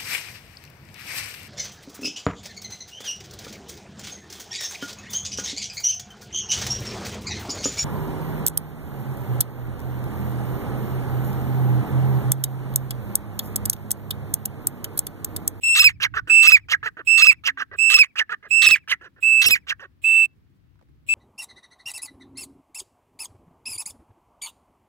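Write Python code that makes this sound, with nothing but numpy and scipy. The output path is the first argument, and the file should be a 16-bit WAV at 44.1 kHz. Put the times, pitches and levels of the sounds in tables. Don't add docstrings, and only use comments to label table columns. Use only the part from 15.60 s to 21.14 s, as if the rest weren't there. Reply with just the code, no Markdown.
import sys
import numpy as np
from scipy import signal
from scipy.fft import rfft, irfft, next_fast_len
from scipy.io import wavfile
from scipy.ndimage import map_coordinates

SR = 44100
rng = np.random.default_rng(int(sys.argv[2]) if len(sys.argv) > 2 else 0)


def dump_mix(stems):
    frames = np.atleast_2d(stems).T
    limited = np.clip(frames, -1, 1)
    pcm = np.round(limited * 32767).astype(np.int16)
    wavfile.write(sys.argv[1], SR, pcm)


def gain_from_db(level_db):
    decades = np.asarray(level_db, float) / 20
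    return 10 ** decades


N = 244302


def rms_one(x):
    return x / np.sqrt(np.mean(x ** 2) + 1e-20)


def colour(x, points):
    size = next_fast_len(N + 4096)
    hz, db = np.transpose(points)
    log_hz = np.log(np.arange(size // 2 + 1) * SR / size + 1)
    gain = gain_from_db(np.interp(log_hz, np.log(hz), db, left=db[0] - 23.5))
    return irfft(rfft(x, size) * gain, size)[..., :N]


def port_noise(shared):
    return rng.standard_normal((2, N)) + shared * rng.standard_normal(N)


def drift(rate_hz):
    lowpass = signal.butter(2, rate_hz, fs=SR, output="sos")
    return rms_one(signal.sosfilt(lowpass, rng.standard_normal(N + SR))[SR:])


def turns(hz):
    return 2 * np.pi * np.cumsum(hz) / SR


def clock(start, early, late):
    at = np.arange(round((start + early) * SR), min(round((start + late) * SR), N))
    return at, at / SR - start


def gate(t, on, off, attack, release):
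    return -30 * np.maximum(np.maximum((on - t) / attack, (t - off) / release), 0)


def hill(t, top, rise, fall):
    return -np.maximum((top - t) * rise, (t - top) * fall)


PATCH_EDGES_HZ = [500, 1500, 2300, 3200, 4500, 6300, 9000, 16000]


def patchy(points, patch_db, rate_hz):
    noise = rms_one(colour(rng.standard_normal(N), points))
    total = np.zeros(N)
    for edges in zip(PATCH_EDGES_HZ, PATCH_EDGES_HZ[1:]):
        band = signal.butter(2, edges, "band", fs=SR, output="sos")
        total += signal.sosfilt(band, noise) * gain_from_db(patch_db * np.minimum(drift(rate_hz), .8))
    return rms_one(total)


# [pitch_hz, level_db]
AIR = [(500, 0), (2000, -2), (5000, -12), (8000, -24), (11000, -22), (15500, -15)]


def air():
    return gain_from_db(-75) * rms_one(colour(port_noise(0), AIR))


# [pitch_hz, level_db per Hz]
RUMBLE = [(15, -40), (30, -12.5), (65, 4), (100, 4.5), (135, -0.65), (176, -10.5), (227, -27.5),
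          (299, -13.5), (344, -26), (400, -36.5), (520, -68.5), (880, -120)]
# [time_s, level_db]
BREEZE = [(0, -60.5), (.2, -61.5), (.28, -50.5), (.7, -52.5), (.95, -66), (2.2, -59.5), (2.6, -66.5),
          (3.6, -62.5), (4.05, -66), (5.54, -59.5)]
# [peak_s, level_db, width_s to a 12 dB drop, sign ignored]
GUSTS = [(0.508, -56.5, -0.36), (.63, -43, 0.02), (1.129, -55.5, 0.36), (1.292, -73, -0.55),
         (1.8, -64.5, 0.1), (4.171, -63.5, 0.52), (5.52, -58, -0.1)]


def wind():
    time = np.arange(N) / SR
    thumps = [(s + SECOND_S / 2, puff_db - 7, .035) for (s, *_), (*_, puff_db) in zip(ANSWERS, ANSWER_COLOUR)]
    push = gain_from_db(np.interp(time, *np.transpose(BREEZE)))
    for s, db, width in list(GUSTS) + thumps:
        push += gain_from_db(db - 12 * ((time - s) / width) ** 2)
    white = port_noise(.5)
    lumps = gain_from_db(3.5 * np.array([drift(5.4), drift(11)]))
    rumble = rms_one(colour(white, RUMBLE)) * push * lumps
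    flutter = rms_one(colour(white, [(120, -8), (200, 0), (330, -6), (480, -15), (700, -40)]))
    return rumble * gain_from_db([[1.2], [-1.2]]) + flutter * gain_from_db(-69 + 3 * drift(14))


def fly():
    out, length = np.zeros((2, N)), .14
    at, t = clock(1.895, -.03, length + .03)
    hz = 262 * (1 + 0.036 * np.sin(np.pi * t / length))
    out[:, at] += gain_from_db(-57 + gate(t, 0, length, 0.033, 0.025)) * np.sin(turns(hz))
    return out


# [start_s, level_db, pitch_hz]
RUSTLES = [
    (5.156, -45.5, 1300),
    (5.191, -45.5, 1697),
    (5.212, -36, 900),
    (5.225, -33.5, 595),
    (5.286, -47.5, 1490),
]


def grass():
    out = np.zeros((2, N))
    fade = np.exp(-np.arange(600) / (0.0054 * SR))
    for s, db, hz in RUSTLES:
        band = signal.butter(1, [hz * 0.71, hz * 0.9], "band", fs=SR, output="sos")
        tick = signal.sosfilt(band, rng.standard_normal((2, 600)))
        out[:, round(s * SR):round(s * SR) + 600] += gain_from_db(db) * tick * fade
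    return out


def breath_puffs():
    out = np.zeros((2, N))
    noise = port_noise(.5) + 2.5 * rng.standard_normal(N)
    blast = rms_one(colour(noise, [(40, -18), (90, 0), (200, -6), (450, -5.5), (800, -17.5)]))
    for (s, *_), (*_, puff_db) in zip(ANSWERS, ANSWER_COLOUR):
        at, t = clock(s, -.01, .11)
        puffs = sum(gain_from_db(hill(t, flip, 3000, 1395) + 8) for flip in (.003, FIRST_END_S, SECOND_S))
        breath = gain_from_db(-8.5 + gate(t, 0, .07, .01, 0.23))
        out[:, at] += gain_from_db(puff_db) * (puffs + breath) * blast[:, at]
    return out


# [left_s, right_s, level_db]
ECHOES = [
    (.011, .013, -26),
    (.022, .019, -33),
    (.034, .038, -44),
    (.050, .056, -55),
    (.078, .076, -45),
    (.098, .105, -58),
]
# [pitch_hz, level_db]
GROUND = [(300, -3), (2250, 2), (2650, -9), (3600, -6), (8000, -17), (16000, -40)]


def echoes(thrown):
    out, dull = np.zeros((2, N)), colour(thrown.mean(axis=0), GROUND)
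    for *lags, db in ECHOES:
        for side, lag in enumerate(lags):
            smear = rms_one(rng.standard_normal(440) * np.hanning(440)) / np.sqrt(440)
            start = round(lag * SR)
            out[side, start:] += gain_from_db(db) * signal.oaconvolve(dull, smear)[:N - start]
    return out


# [time_s, right-port delay_samples]
BEARING = [(0, 6.75), (2.102, 6.4), (2.301, 5.1), (2.8, 6), (3.001, 0.99), (3.202, 2.3), (3.297, 4.6),
           (3.8, 7.8), (4.3, 5.2)]
# [pitch_hz, left-right level_db]
HEAD_SHADOW = [(20, -1.5), (500, 0.5), (1200, -6), (1800, -5.5), (2600, -7), (4000, -7), (6500, 2),
               (8000, -8), (12000, -8.5)]


def two_ports(x):
    lag = np.interp(np.arange(N) / SR, *np.transpose(BEARING))
    late = map_coordinates(x, [np.arange(N) - lag], order=3)
    left = colour(x, [(hz, db / 2) for hz, db in HEAD_SHADOW])
    right = colour(late, [(hz, -db / 2) for hz, db in HEAD_SHADOW])
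    return np.array([left, right])


# [start_s, length_s, level_db, pitch_factor,
# chaos_db]
FIRST = [(.400, 0.075, -18.5, 1.023, -0.5), (1.084, 0.077, -19.5, 1.023, -0.5),
         (1.836, 0.076, -22.5, 1.045, 1.3), (2.555, .078, -19, 1.0, -6), (3.275, .077, -20.5, 1.08, -2.5),
         (4.067, 0.069, -25, 1.01, -1.5)]
SECOND = [(.538, 0.067, -22.5, 1.01, 0), (1.228, 0.067, -24, 1.1, 1), (1.972, 0.068, -25.5, 1.01, 1.6),
          (2.693, 0.061, -25, 1.1, -3)]
THIRD = [(.672, .054, -36.5, 1.01, 4), (1.368, .055, -36.5, 1.01, -11), (2.113, .054, -38.5, 1.3, -24),
         (2.826, .06, -43.5, 1.38, -9.5), (3.41, .08, -44, 1.15, 1.2), (3.562, .045, -55, 1.2, -11),
         (4.194, .075, -40.5, 1.25, -1)]
# [rest_hz, climax_hz, climax_share of length, mumble_db before, fall_db per length]
PULSES = [(404, 590, .5, -17.5, 28), (375, 430, .48, -12, 26), (295, 450, 0.46, -8, 16)]
# [start_hz, wide_hz, shut_hz, then shares of length: wide, starts to close, shut]
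BEAK = [(2300, 2760, 2020, .25, .54, .62), (1600, 1950, 1800, .4, .5, .6), (1450, 1500, 1350, .3, .5, .8)]
# [peak_share of length, level_db, rise_db and fall_db per length, half_line_db]
SWEEP = [(.72, 5.5, 43, 33, -12.5), (0.7486, 2, 70, 27, -19), (.4, -3.5, 15, 12, -13.5)]
# [level_db, rise_db and fall_db per length]
TURBULENCE = [(4.5, 64, 67), (-12, 42, 27), (-11.5, 13, 40)]
VOICE_DB = [-2, 2.8, 2.94]
# [pitch_hz, level_db]
THROAT = [(600, -15.5), (800, -25.5), (1100, -9.5), (1450, -0.5), (1800, 0), (2150, -21), (2600, -15.5),
          (3400, -29), (6000, -29)]
# [pitch_hz, level_db per Hz]
CHAOS = [(600, -38), (1200, -15.5), (1900, -11.5), (2700, 7.5), (3600, -4), (4900, -10), (5900, -5),
         (7500, -22), (9500, -24), (15000, -34.5)]


def clucks():
    out, jitter = np.zeros(N), drift(150)
    flicker = np.minimum(drift(61), 1)
    chaos = patchy(CHAOS, patch_db=3.5, rate_hz=50) * gain_from_db(2.5 * np.minimum(drift(190), 1))
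    throat_hz, throat_db = np.transpose(THROAT)
    kinds = (FIRST, 4.5, -22), (SECOND, 4.0, -21), (THIRD, 1.8, -7)
    for kind, (events, rough, chest_db) in enumerate(kinds):
        rest_hz, top_hz, climax, mumble_db, fall = PULSES[kind]
        start_hz, wide_hz, shut_hz, *moves = BEAK[kind]
        sweep_at, sweep_db, *sweep_slopes, half_db = SWEEP[kind]
        noise_db, *noise_slopes = TURBULENCE[kind]
        for s, length, db, factor, chaos_db in events:
            at, t = clock(s, 0, length * 1.05)
            u = t / length
            sounding = gain_from_db(db + gate(u, .02, .86, .02, .196))

            mumble = mumble_db + 3.5 * np.exp(-u / 0.19)
            rise = np.maximum(hill(u, climax, 150, 0), mumble)
            voice = VOICE_DB[kind] + np.where(u < climax, rise, -fall * (u - climax))
            arch = np.exp(-((u - climax) / 0.19) ** 2)
            hz = (rest_hz + (top_hz - rest_hz) * arch) * factor * (1 + 0.014 * rough * jitter[at])
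            phase = turns(hz)
            stack = gain_from_db(chest_db - 3 + 5 * flicker[at]) * (np.sin(phase) + .5 * np.sin(1.5 * phase))
            for k in range(2, 11):
                partial_db = np.interp(k * hz, throat_hz, throat_db) + rough * flicker[at - 9001 * k]
                stack += gain_from_db(partial_db) * np.sin(k * phase + 1.2 * k * k)

            beak_hz = np.interp(u, [0, *moves, 1], [start_hz, wide_hz, wide_hz, shut_hz, 0.75 * shut_hz])
            swept = turns(beak_hz * factor * (1 + 0.011 * rough * jitter[at - 7001]))
            half_level = half_db + rough * flicker[at - 6001] + hill(u, climax + 0.037, 30, 90)
            sweep = gain_from_db(1.2 * rough * flicker[at - 4001]) * np.sin(swept) + gain_from_db(half_level) * np.sin(swept / 2)
            sweep *= gain_from_db(sweep_db + hill(u, sweep_at, *sweep_slopes))

            pulsing = 1 + 0.38 * np.cos(phase)
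            noise_level = noise_db + chaos_db + np.minimum(hill(u, climax, *noise_slopes), -4)
            turbulence = gain_from_db(noise_level) * pulsing * chaos[at]
            out[at] += sounding * (gain_from_db(voice) * stack + sweep + turbulence)
    return out


FIRST_END_S, SECOND_S, SECOND_END_S, FLIP_S = .025, .047, .096, .003
# [pitch_hz, level_db per Hz]
RASP_BRIGHT = [(700, -40.5), (1300, -12), (2600, -1.5), (3800, 3), (4900, -9.5), (6200, -7.5),
               (9000, -17.5), (15000, -24)]
# [pitch_hz, level_db per Hz]
RASP_DARK = [(600, -32), (1200, -7), (2000, 13), (2700, 1.5), (4000, -17.5), (6500, -14), (15000, -36.5)]


def rasp():
    out, jitter = np.zeros(N), drift(300)
    bright, dark = (patchy(points, patch_db=6.5, rate_hz=70) * gain_from_db(np.minimum(drift(170), 1))
                    for points in (RASP_BRIGHT, RASP_DARK))
    for (s, *_, rasp_db), (*_, low_db, _) in zip(ANSWERS, ANSWER_COLOUR):
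        at, t = clock(s, -.055, .13)
        late = t > FIRST_END_S / 2
        on, off = np.where(late, FIRST_END_S, -.042), np.where(late, SECOND_S, 0)
        place = np.clip(2 * (t - on) / (off - on) - 1, -1, 1)
        rasping = gate(t, on, off, np.where(late, FLIP_S, .008), FLIP_S * 4.1)

        phase = turns((1199 + 334 * place ** 4 + 50 * place) * (1 + 0.022 * jitter[at]))
        low = sum(a * np.sin(k * phase) for k, a in enumerate((1, 0.21, .7, 0.72, 0.28), 1))
        low_level = rasp_db + low_db + 2 + rasping - 10 * (1 - place) / 2
        out[at] += np.sqrt(2) * gain_from_db(low_level) * low

        chaos = gain_from_db(rasping - (3 + 6 * late) * (1 - place ** 4) + 4.5 - 2.7 * late)
        chaos += gain_from_db(-14.5 + gate(t, 0, SECOND_END_S, FLIP_S, .012))
        croak = gain_from_db(1.5 + hill(t, .098, 30 / 0.014, 1200.5))
        pulsing = 1 + 0.41 * np.cos(phase / 2)
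        noise = chaos * pulsing * (.85 * bright[at] + .15 * dark[at]) + croak * dark[at]
        out[at] += gain_from_db(rasp_db + 1.5) * noise
    return out


# [first_note_s, first_note_hz, second_note_hz, level_db, rasp_db]
ANSWERS = [
    (0.196, 2586, 2567, -12, -21.5),
    (.873, 2608, 2571, -8, -24),
    (1.622, 2583, 2600, -9, -24.5),
    (2.342, 2634, 2590, -8, -24),
    (3.063, 2605, 2619, -10.5, -23),
    (3.861, 2688, 2569, -14.5, -22),
]
# [second_note_db, octave_db, higher_partials_db, low_register_db, puff_db at the ports]
ANSWER_COLOUR = [(-0.55, -2.5, 4, -8.5, -65), (-2, -12.5, -2, -5.5, -52), (-2, -9.5, -7.5, -5, -63),
                 (-4, -8, -2, -7.5, -50.5), (-5, -11.5, 4.5, -12.5, -44), (-2.5, -5.5, 11, -17.5, -38.5)]
OVERTONES_DB = [-20.5, -25, -23, -28]


def clear_notes():
    out, jitter = np.zeros(N), drift(300)
    for (s, hz1, hz2, db, _), (second_db, octave_db, bright_db, *_) in zip(ANSWERS, ANSWER_COLOUR):
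        at, t = clock(s, -.055, .13)
        second = t > (FIRST_END_S + SECOND_S) / 2
        clear = np.where(second, gate(t, SECOND_S, SECOND_END_S, FLIP_S, FLIP_S),
                         gate(t, 0, FIRST_END_S, FLIP_S, FLIP_S))
        drop_at, knee = 0.072, 0.0025
        drop = 7.5 * knee * np.logaddexp(0, (t - drop_at) / knee)
        bend = 1 - np.where(second, drop, .6 * (t - .012))
        phase = turns(np.where(second, hz2, hz1) * bend * (1 + 0.0025 * jitter[at]))

        swing = np.where(second, hill(t, 0.08, 146.5, 1150.5) + 4.5, hill(t, 0.014, 80, 501.5))
        over_db = clear - 852 * np.maximum(t - drop_at, 0)
        note = gain_from_db(clear + swing) * np.sin(phase)
        for k, partial_db in enumerate([octave_db, *np.add(OVERTONES_DB, bright_db)], 2):
            waver_db = k * np.minimum(jitter[at - 5003 * k], .5) / 2
            note += gain_from_db(partial_db + k * over_db / 2 + waver_db) * np.sin(k * phase)
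        out[at] += np.sqrt(2) * gain_from_db(db + second_db * second) * note
    return out


# [start_s, length_s, pitch_hz, level_db, fade_out_s]
WHISTLES = [
    (0.04, 0.24, 2694, -16.5, 0.14),
    (0.704, 0.21, 2656, -9.5, 0.099),
    (1.479, 0.25, 2666, -12, 0.17),
    (2.193, 0.19, 2659, -14, 0.07),
    (2.915, 0.2312, 2659, -13.5, 0.1),
    (3.634, .199, 2648, -13.5, 0.02),
    (4.448, 0.21, 2664, -13.5, 0.018),
    (5.495, 0.12, 2644, -16.5, 0.033),
]
# [left-right level_db, left_lead_rad, second_db, third_db, breath_db]
WHISTLE_POSE = [(4.5, 1.52, -19, -8, -20), (-10, -1.1, -27, -15, -28.5), (-16.5, -6.5, -22.5, -16.5, -28),
                (-15, 0.65, -24, -14, -29.5), (-14, 1.07, -24, -15, -30), (-10, 0.5, -35.5, -20.5, -28),
                (-8.5, -.51, -37, -20.5, -25.5), (8.5, -1.7, -29, -11.5, -22.5)]
# [pitch_hz, level_db per Hz]
WHISTLE_BREATH = [(450, -14.5), (560, -13), (800, -25), (1800, -22.5), (2600, -1.5), (3600, -14.5),
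                  (4100, -13.5), (4600, -36.5), (5300, -15.5), (6100, -39), (7000, -14), (8000, -3.5),
                  (9000, -15.5), (15000, -18.5)]


def whistler():
    out, tremor, hoarse, waver = np.zeros((2, N)), drift(40), drift(500), drift(16)
    breath = rms_one(colour(port_noise(0.58), WHISTLE_BREATH))
    for (s, length, hz, db, fade_s), pose in zip(WHISTLES, WHISTLE_POSE):
        pan_db, lead, second_db, third_db, breath_db = pose
        at, t = clock(s, -.03, length + .025)
        scoop = .016 * np.exp(-np.maximum(t, -.012) / .012)
        pitch = hz * (1 - scoop) - 79 * t
        phase = turns(pitch * (1 + 0.0022 * tremor[at]))

        kick = 3.2 * np.exp(-np.abs(t) / .007)
        swell = 6.5 * np.exp(-np.maximum(t, 0) / 0.017)
        fade = 9.5 * np.clip(1 + (t - length) / fade_s, 0, 1)
        level = db + kick - swell - fade + gate(t, -.004, length, 0.0076, 0.0077)
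        level += 0.18 * tremor[at] + .4 * waver[at]

        share = np.sqrt(2 / (1 + gain_from_db(2 * pan_db * np.array([[-1], [1]]))))
        tone = share * np.sin(phase + [[lead], [0]])
        overtones_db = second_db, third_db, -40, third_db - 26
        for k, over_db, rough in zip(range(2, 6), overtones_db, (0.18, 0.3, .6, .7)):
            port_gain = gain_from_db(over_db + np.array([[-6.], [2.]]))
            over_lead = 2.4 if k == 2 else -1.4
            tone += port_gain * (1 + rough * hoarse[at]) * np.sin(k * phase + [[over_lead], [0]])
        out[:, at] += np.sqrt(2) * gain_from_db(level) * tone
        breathing = gain_from_db(gate(t, 0.00048, length, 0.043, 0.0078) + db + breath_db)
        out[:, at] += breathing * breath[:, at] * gain_from_db([[-4], [2]])
    return out


def scene():
    background = air() + wind() + fly() + grass() + breath_puffs()
    answering = two_ports(clucks() + rasp() + clear_notes())
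    whistling = whistler()
    thrown = gain_from_db(-8) * whistling + answering
    return background + echoes(thrown) + answering + whistling


def top_cut(x):
    return signal.sosfilt(signal.butter(12, 16920, fs=SR, output="sos"), x)


def record(dry):
    limited = dry / (1 + np.abs(dry) ** 6) ** (1 / 6)
    steep = signal.cheby2(14, 60, 16700, fs=SR, output="sos")
    return top_cut(1.007 * signal.sosfilt(steep, limited))


dry = scene()
out = record(dry)
dump_mix(out)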